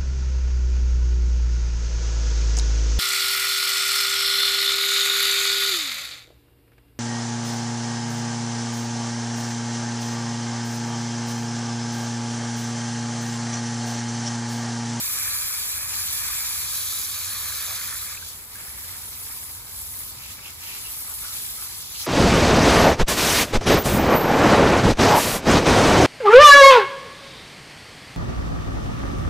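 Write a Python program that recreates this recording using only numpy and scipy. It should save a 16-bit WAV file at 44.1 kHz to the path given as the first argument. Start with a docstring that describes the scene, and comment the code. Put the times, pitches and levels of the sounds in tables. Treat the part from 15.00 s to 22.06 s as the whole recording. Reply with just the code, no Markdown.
"""A garden shower head sprays a plastic pot of cuttings outdoors, over far traffic and an engine's drone.
From the start, fine drops hiss on stems and wet soil, and the pot's resonances colour their patter.
Towards 2 s the jets reach the wall, which rings; then pooling water gurgles and big drops plop.
At about 3.2 s the spray swings to a farther pot and softens, leaving a few plops behind.
From 5 s the engine fades, and swishes, as of jets crossing a rim or leaves, come more often."""
import sys
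import numpy as np
from scipy import signal
from scipy.fft import rfft, irfft, next_fast_len
from scipy.io import wavfile
from scipy.ndimage import uniform_filter1d, map_coordinates

SR = 44100
rng = np.random.default_rng(int(sys.argv[2]) if len(sys.argv) > 2 else 0)


def bounce(signal):
    """Save signal as a 16-bit WAV file at the path given by the first command-line argument."""
    frames = np.transpose(np.atleast_2d(signal))
    limited = np.clip(frames, -1, 1)
    pcm = np.round(limited * 32767).astype(np.int16)
    wavfile.write(sys.argv[1], SR, pcm)


N = 311427

# the shower as the hand moves it: t/s, spray level/dB, splash re spray/dB, drumming re spray/dB
SHOWER = [(0.0, -27.5, -6, -18), (0.25, -26.3, -7.5, -13.5), (0.45, -28, -7, -15), (0.7, -28.0, -7, -17),
          (0.87, -30.5, -7, -14), (0.97, -28, -5, -15.5), (1.12, -27.5, -6, -16.5),
          (1.3, -28.0, -6.5, -12.5), (1.5, -27.5, -6, -15.5), (1.64, -29.0, -6.5, -15),
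          (1.76, -27, -6.5, -18), (1.94, -27.5, -6.5, -17.5), (2.08, -29.5, -5.5, -17), (2.2, -30, -5, -14),
          (2.45, -29.5, -6, -13), (2.7, -30.5, -4, -11.5), (2.9, -31.5, -5.5, -12.5),
          (3.02, -31.5, -7.5, -20), (3.12, -33, -5.5, -12.5), (3.19, -39, -4, -15.5), (3.28, -37, -3, -17),
          (3.38, -39, -10.5, -15), (3.48, -41.5, -11, -14.5), (3.57, -38, -9.5, -8.5),
          (3.76, -36.5, -11, -14.5), (3.92, -35.5, -8.5, -13), (4.1, -36, -10, -14.5),
          (4.26, -34, -10.5, -17.5), (4.39, -34, -11.5, -17.5), (4.55, -37, -9.5, -16.5),
          (4.64, -39.5, -9.5, -13), (4.78, -34.5, -11.5, -19.5), (5.0, -34, -13, -16.5),
          (5.1, -36, -9, -19), (5.17, -41, -6.5, -10.5), (5.23, -40.5, -4.5, -13.5),
          (5.33, -38.5, -3.5, -13), (5.4, -43, -7.5, -7), (5.47, -40, -2.5, -11), (5.56, -43, -6, -12),
          (5.67, -36, -5, -15), (5.81, -36, -5.5, -12.5), (5.92, -32.5, -11, -18),
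          (6.19, -32, -13.5, -18.5), (6.28, -32.5, -6, -15), (6.45, -30.5, -11, -17.5),
          (6.55, -34, -9.5, -17), (6.63, -31.5, -9.0, -17.5), (6.73, -36.5, -5.5, -16.5),
          (6.81, -35.5, -4.5, -21), (6.89, -38, -5, -16.5), (7.02, -32.5, -2, -17.5),
          (7.06, -33.5, -10, -7.5)]
# colour of a drop's tick: f/Hz, gain/dB
TICK_SPECTRUM = [(800, -22), (2000, -10), (4000, -6), (8000, -1), (12000, 0), (15000, -1)]
# stereo images of the near pot and of its wall: f/Hz, coherence (0-1), phase lead of left/rad
NEAR_POT_IMAGE = [(1100, .98, 0), (1550, .94, .4), (2000, .85, 1.1), (2450, .95, .1), (2880, .83, 3.5)]
WALL_IMAGE = [(3000, .6, 2.1), (4140, .92, .45), (5100, .45, 1.7), (6300, .65, .9), (7000, .97, 0),
              (7700, .9, -1.2), (8600, 1, -3.1)]


def amp(db):
    """Amplitude ratio of a level in decibels."""
    return 10 ** (np.asarray(db) / 20)


def unit(x):
    """Normalisation to rms 1."""
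    return x / np.sqrt(np.mean(x ** 2) + 1e-20)


def curves(rows):
    """Linear interpolation in time: one value per sample for each column after t/s."""
    times, *columns = np.transpose(rows)
    return [np.interp(np.arange(N) / SR, times, column) for column in columns]


def wobble(rate):
    """Slow random modulation: a spline through rate Gaussian knots a second."""
    knots = rng.standard_normal(int(N * rate / SR) + 4)
    return map_coordinates(knots, [np.arange(N) * rate / SR])


def swell(middle_s, length_s):
    """A half-cosine envelope, rising from 0 to 1 and falling back."""
    return np.cos(np.pi * np.clip((np.arange(N) / SR - middle_s) / length_s, -.5, .5))


def add(track, start_s, sound):
    """Superposition of a sound on a track."""
    start = int(np.clip(round(start_s * SR), 0, N - 1))
    track[start:start + len(sound)] += sound[:N - start]


def filtered(x, response):
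    """Linear filtering: the spectrum is multiplied by a complex frequency response."""
    size = next_fast_len(N + 8192)
    return irfft(rfft(x, size) * response(np.fft.rfftfreq(size, 1 / SR)), size)[..., :N]


def coloured(x, spectrum):
    """Spectral shaping by (f/Hz, gain/dB) points on a logarithmic frequency axis."""
    f, db = np.transpose(spectrum)
    return filtered(x, lambda hz: amp(np.interp(np.log(hz + 1), np.log(f), db)))


def resonant(x, centre_hz, width_hz):
    """Two equal resonators in cascade give a steep-sided band, at rms 1."""
    peak = signal.iirpeak(centre_hz, centre_hz / width_hz, SR)
    return unit(signal.lfilter(*peak, signal.lfilter(*peak, x)))


def patchy(pair, depth_db, bins=5, frames=16):
    """Spectral modulation: random gains, smooth in frequency and time, keep the colour shifting."""
    spectra = signal.stft(pair, nperseg=512)[2]
    field = uniform_filter1d(rng.standard_normal(spectra.shape[1:]), bins, 0)
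    field = uniform_filter1d(field, frames, 1)
    return signal.istft(spectra * amp(depth_db * unit(field)), nperseg=512)[1][:, :N]


def stereo(pair, image):
    """Partial coherence: two independent signals mix into phase-shifted left and right, at rms 1."""
    f, coherence, phase = np.transpose(image)
    angle = lambda hz: np.arccos(np.clip(np.interp(hz, f, coherence), 0, 1)) / 2
    shift = lambda hz: np.exp(.5j * np.outer([1, -1], np.interp(hz, f, phase)))
    shared, apart = filtered(pair, lambda hz: np.array([np.cos(angle(hz)), np.sin(angle(hz))]))
    return unit(filtered(np.array([shared + apart, shared - apart]), shift))


def impacts(rate, spread_db):
    """Shot noise: two streams, each of about rate impacts a second, log-normal in size."""
    hits = rng.random((2, N)) < rate / SR
    return unit(hits * rng.choice([-1, 1], (2, N)) * amp(spread_db * rng.standard_normal((2, N))))


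def bubbles(rate, centre_hz, cycles, spread_db):
    """Two streams of tiny bubbles: damped oscillators that glide up, losing 60 dB in about cycles."""
    t = np.arange(SR // 50) / SR
    starts = rng.integers(0, 2 * N, int(rate * N / SR) * 2)
    pitch, size = rng.standard_normal((len(starts), 2)).T[:, :, None]
    turns = centre_hz * np.exp(.35 * pitch) * t
    age = np.minimum(turns / cycles, 2)
    rings = amp(spread_db * size - 60 * age) * np.sin(2 * np.pi * turns * (1 + .27 * age))
    samples = starts[:, None] + np.arange(len(t))
    summed = np.bincount(samples.ravel(), rings.ravel(), 2 * N)
    return unit(summed[:2 * N].reshape(2, N))


def far_share():
    """Power crossfade: the share of the spray that has swung to the farther pot, 0-1."""
    middle_s, takes_s = 3.22, .17
    return np.clip(.5 + (np.arange(N) / SR - middle_s) / takes_s, 0, 1)


def wall_share():
    """Power crossfade: the share of the splash that comes from close to the pot's wall, 0-1."""
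    aim = [(0, 0.02), (.9, .05), (1.6, 0.3), (1.78, .9), (2.9, .9), (3.15, 0.4), (3.6, 0.09), (7.06, 0.11)]  # where the jets land: t/s, share near the wall
    return np.clip(curves(aim)[0], 0, 1)


def drumming():
    """Amplitude modulation: the force of the drops on soil wavers with the hand."""
    spray_db, _, drumming_db = curves(SHOWER)
    return amp(spray_db + drumming_db + .7 * wobble(26))


def traffic():
    """Far traffic rumbles as broadband noise with most of its power at low frequencies."""
    spectrum = [(20, -18), (32, -21), (45, -5), (58, 0.5), (85, 0), (130, -8), (200, -14), (320, -19),
                (450, -17.5), (680, -21), (930, -13.5), (1500, -19), (4000, -32), (15000, -53)]  # f/Hz, relative level/dB
    image = [(70, 0.96, 0.25), (270, 0.9, 0.23), (547, 0.34, 0.38), (900, 0.83, 0.25), (2500, 0.091, 0.47)]  # f/Hz, coherence, phase lead of left/rad
    noise = patchy(rng.standard_normal((2, N)), depth_db=1.2, bins=3, frames=40)
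    return amp(-49) * stereo(coloured(noise, spectrum), image)


def engine():
    """Periodic firing makes a distant engine drone; the unsteady tone barely swells, then fades."""
    peak_db, peak_s, rise_db_per_s, fall_db_per_s = -53, 4.95, .1, 6
    past_s = np.arange(N) / SR - peak_s
    level_db = peak_db + np.minimum(rise_db_per_s * past_s, -fall_db_per_s * past_s)
    firing_hz = 91 + 3.31 * wobble(9)
    return amp(level_db + .86 * wobble(10)) * np.sin(2 * np.pi * np.cumsum(firing_hz) / SR)


def stray_drops():
    """Small drops strike rims and stems at random: brief noise bursts, panned at constant power."""
    per_s, loudest_db, range_db, t60_s = 60, -30, 8, .004
    t = np.arange(SR // 100) / SR
    left, right = np.zeros((2, N))
    for moment, weakness, side in rng.random((int(per_s * N / SR), 3)):
        tick = amp(loudest_db - range_db * weakness - 60 * t / t60_s) * rng.standard_normal(len(t))
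        add(left, moment * N / SR, np.sqrt(1 - side) * tick)
        add(right, moment * N / SR, np.sqrt(side) * tick)
    return coloured(np.array([left, right]), TICK_SPECTRUM)


def stem_snaps():
    """Heavy drops snap on a stem: a short impact has a broad spectrum."""
    strikes = [(1.056, -27), (1.117, -22), (3.557, -25.5), (3.813, -29), (4.202, -28), (4.762, -28),
               (4.991, -23.5), (5.411, -32), (5.506, -30), (5.608, -27.5), (7.022, -20)]  # t/s, level before colouring/dB
    t60_s = .006
    t = np.arange(SR // 8) / SR
    track = np.zeros(N)
    for start_s, db in strikes:
        add(track, start_s, amp(db - 60 * t / t60_s) * rng.standard_normal(len(t)))
    return coloured(track, TICK_SPECTRUM)


def plops():
    """Bubble resonance: a big drop traps air in a puddle, which rings down with rising pitch."""
    drops = [(1.924, -39, 1240, 0.053), (2.523, -31, 1560, 0.025), (2.709, -34, 1230, 0.03),
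             (2.815, -32, 2010, 0.03), (2.878, -33, 1400, .02), (2.927, -30, 1710, 0.028),
             (3.128, -36, 2050, 0.035), (3.147, -32.5, 2140, 0.022), (3.173, -29, 2440, 0.026),
             (3.225, -34, 1510, 0.045), (3.554, -40, 1590, 0.08), (3.683, -36, 1680, 0.03),
             (3.892, -37, 2000, 0.025), (6.248, -35, 1370, .03)]  # t/s, level/dB, starting f/Hz, 60 dB decay time/s
    attack_s = .00027
    t = np.arange(SR // 8) / SR
    track = np.zeros(N)
    for start_s, db, hz, t60_s in drops:
        envelope = amp(db - 60 * t / t60_s) * (1 - np.exp(-t / attack_s))
        add(track, start_s, envelope * np.sin(2 * np.pi * hz * t * (1 + .16 * t / t60_s)))
    return track


def swishes():
    """Band-limited shot noise swells over a weak hollow tone, as of jets crossing rims and leaves."""
    sweeps = [(.94, .08, -41.5, 2700, 1400), (.95, .1, -41.5, 4900, 3000), (1.76, .05, -38, 5200, 3000),
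              (2.16, .06, -43, 2450, 700), (2.71, .11, -50, 680, 450), (3.63, .22, -54, 1620, 700),
              (3.89, .1, -50, 1900, 1100), (5.26, .2, -45.5, 2400, 1100), (5.465, .11, -42, 2650, 850),
              (5.7, .22, -41, 2480, 1100), (5.865, .075, -41.3, 2800, 400), (6.1, .12, -50, 1200, 500),
              (6.27, .16, -49, 1320, 350), (6.62, .16, -51, 1320, 400), (6.96, .05, -43, 3000, 1500),
              (7.03, .1, -40, 5900, 1800)]  # middle t/s, duration/s, level/dB, centre f/Hz, resonator width/Hz
    image = [(700, .92, 0), (1400, .85, .7), (2200, .6, 3.8), (2750, .6, 4.7), (4500, .4, 4.2),
             (5830, .85, 6.4)]  # f/Hz, coherence, phase lead of left/rad
    splutter = stereo(impacts(rate=3500, spread_db=2) * amp(1.8 * wobble(80)), image)
    hollow = amp(-17) * resonant(splutter, centre_hz=896, width_hz=160)
    return sum(amp(db) * swell(middle_s, length_s) * (resonant(splutter, hz, width) + hollow)
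               for middle_s, length_s, db, hz, width in sweeps)


def gurgle():
    """Many bubbles resonate in the water that pools in the near pot as the shower head comes close."""
    spectrum = [(700, -35), (950, -10), (1200, 0), (2400, 0), (2900, -15), (4500, -26)]  # f/Hz, gain/dB
    froth = coloured(bubbles(rate=750, centre_hz=1800, cycles=22, spread_db=2), spectrum)
    return amp(-44) * swell(middle_s=2.86, length_s=.85) * stereo(froth, NEAR_POT_IMAGE)


def far_pot():
    """After the swing, sparser drops land in clumps and excite the farther pot's resonances."""
    resonances = [(400, -5), (760, -6.5), (910, -2), (1030, -5.5), (1250, 2), (1450, -5.5), (1700, 1),
                  (1900, -0.5), (2250, 5.5), (2800, -2), (4000, -5.5), (5000, 3), (7000, -20)]  # f/Hz, gain/dB
    image = [(1190, 0.84, 0.78), (1940, 0.23, 1.93), (3040, 0.23, 2.7)]  # f/Hz, coherence, phase lead of left/rad
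    gain = np.sqrt(far_share()) * amp(2.5) * drumming()
    drops = impacts(rate=1900, spread_db=3.1)
    drops += .35 * bubbles(rate=300, centre_hz=1745, cycles=20, spread_db=2)
    clumps = amp(1.3 * wobble(70))
    patter = patchy(clumps * drops, depth_db=1.6, frames=10)
    return gain * stereo(coloured(patter, resonances), image)


def near_pot():
    """Cavity resonance: impacts and bubbles on wet soil excite the hollow above it."""
    resonances = [(300, -24), (600, -13), (760, -19.5), (1000, -7.5), (1200, -1.5), (1420, -7),
                  (1730, -0.5), (1950, -6), (2330, 1.5), (2550, 0.5), (2800, -14.5), (4500, -22)]  # f/Hz, gain/dB
    top_hz, top_q, wall_loss = 2420, 9.3, .23  # the top resonance weakens as the jets near the wall
    gain = np.sqrt(1 - far_share()) * amp(2) * drumming()
    drops = impacts(rate=4500, spread_db=3)
    drops += .2 * bubbles(rate=900, centre_hz=1673, cycles=38.7, spread_db=1)
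    patter = stereo(coloured(patchy(drops, depth_db=.78), resonances), NEAR_POT_IMAGE)
    top_mode = signal.lfilter(*signal.iirpeak(top_hz, top_q, SR), patter)
    return gain * (patter - wall_loss * wall_share() * top_mode)


def wall_ring():
    """The gap between soil and wall resonates; pitch and strength wander with the point of impact."""
    rings = [(1.87, .45, -46, 4000, 950), (1.93, .45, -42.5, 6550, 1100), (2.4, .5, -43, 4230, 440),
             (2.75, .35, -44, 4100, 650)]  # middle t/s, duration/s, level/dB, centre f/Hz, resonator width/Hz
    detune, flutter_db = .025, 2.2
    drops = stereo(impacts(rate=2700, spread_db=3), WALL_IMAGE)
    place = np.pi / 4 * (1 + np.tanh(wobble(12)))
    track = np.zeros((2, N))
    for middle_s, length_s, db, hz, width in rings:
        lower = np.cos(place) * resonant(drops, hz * (1 - detune), width)
        upper = np.sin(place) * resonant(drops, hz * (1 + detune), width)
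        track += amp(db) * swell(middle_s, length_s) * unit(lower + upper)
    return amp(flutter_db * wobble(25)) * track


def soil_splash():
    """Coarse drops on open soil make shot noise, more diffuse and bubbly in the farther pot."""
    spectrum = [(1500, -20), (2800, -7), (3400, -2), (4200, 0), (5100, 0), (6200, -.5), (7500, -2),
                (8200, -5), (8800, -16), (10000, -22), (15000, -35)]  # f/Hz, relative level/dB
    near_image = [(2000, .6, 1.2), (2900, .9, 3), (3450, .7, 2.6), (4200, .7, 2.7), (5150, .92, 3.2),
                  (5950, .65, 3.6), (6600, .75, 2.7), (7400, .55, -.9), (8700, .95, -3.14)]  # f/Hz, coherence, phase lead of left/rad
    far_image = [(2000, .5, 1.2), (3200, .55, 3), (4100, .4, 3.3), (5300, .55, 3.7), (6400, .3, 3.9),
                 (7400, .45, 5.4), (8700, .95, 3.14)]  # same columns
    drops = impacts(rate=6500, spread_db=3.2)
    near = stereo(coloured(patchy(drops, depth_db=1.7, frames=6), spectrum), near_image)
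    wet = impacts(rate=4500, spread_db=3.2)
    wet += .4 * bubbles(rate=400, centre_hz=4000, cycles=22, spread_db=2.5)
    far = stereo(coloured(patchy(wet, depth_db=1.6, frames=6), spectrum), far_image)
    return np.sqrt(1 - far_share()) * near + np.sqrt(far_share()) * far


def wall_splash():
    """Shot noise from beside the wall sounds hollower and reaches the left with a spectral notch."""
    spectrum = [(2000, -37), (2850, -8), (3400, -1.5), (4250, 0), (4700, -1.5), (5300, -3.5), (6800, -1),
                (7700, -7), (8300, -30), (10000, -50)]  # f/Hz, relative level/dB
    balance = [(3700, 0), (5000, -2.5), (5900, -4.5), (6700, -3), (7600, -2)]  # f/Hz, left minus right level/dB
    drops = patchy(impacts(rate=6000, spread_db=3.2), depth_db=1.7, frames=7)
    splash = stereo(coloured(drops, spectrum), WALL_IMAGE)
    f, difference_db = np.transpose(balance)
    return filtered(splash, lambda hz: amp(np.outer([.5, -.5], np.interp(hz, f, difference_db))))


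def coarse_splash():
    """Incoherent sources add in power: the aim divides the splash between soil and wall."""
    spray_db, splash_db, _ = curves(SHOWER)
    soil = amp(1.43) * np.sqrt(1 - wall_share()) * soil_splash()
    wall = amp(-.24) * np.sqrt(wall_share()) * wall_splash()
    return amp(spray_db + splash_db + .8 * wobble(50)) * (soil + wall)


def fine_hiss():
    """Thousands of fine impacts merge into shot noise; its colour shifts as the jets find new surfaces."""
    spectrum = [(1500, -45), (3000, -22), (5000, -15), (6800, -11), (7600, -6), (8200, -1.5), (9500, -2.2),
                (11800, 0), (13000, -1.2), (14600, -2), (15600, -6)]  # f/Hz, relative level/dB
    image = [(3000, .5, 3), (5100, .65, 3.2), (6740, .6, .6), (8100, .85, -2), (8700, .99, -3.14),
             (11900, .995, -9.42), (15050, .995, -15.7)]  # f/Hz, coherence, phase lead of left/rad
    spray_db, _, _ = curves(SHOWER)
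    drops = patchy(impacts(rate=17000, spread_db=3.1), depth_db=1.3, bins=9, frames=9)
    flutter_db = .5 * wobble(45) + .55 * wobble(220)  # the jets break up unevenly
    return amp(spray_db + .88 + flutter_db) * stereo(coloured(drops, spectrum), image)


def scene():
    """Free field: in the open air the sources superpose without reverberation."""
    background = traffic() + engine()
    single_drops = stray_drops() + stem_snaps() + plops()
    pots = gurgle() + far_pot() + near_pot() + wall_ring()
    spray = swishes() + coarse_splash() + fine_hiss()
    return background + single_drops + pots + spray


def record(dry):
    """Band limiting: an ideal low-pass filter removes everything above its cutoff."""
    cutoff_hz = 15720
    return filtered(dry, lambda hz: hz < cutoff_hz)


dry = scene()
out = record(dry)
bounce(out)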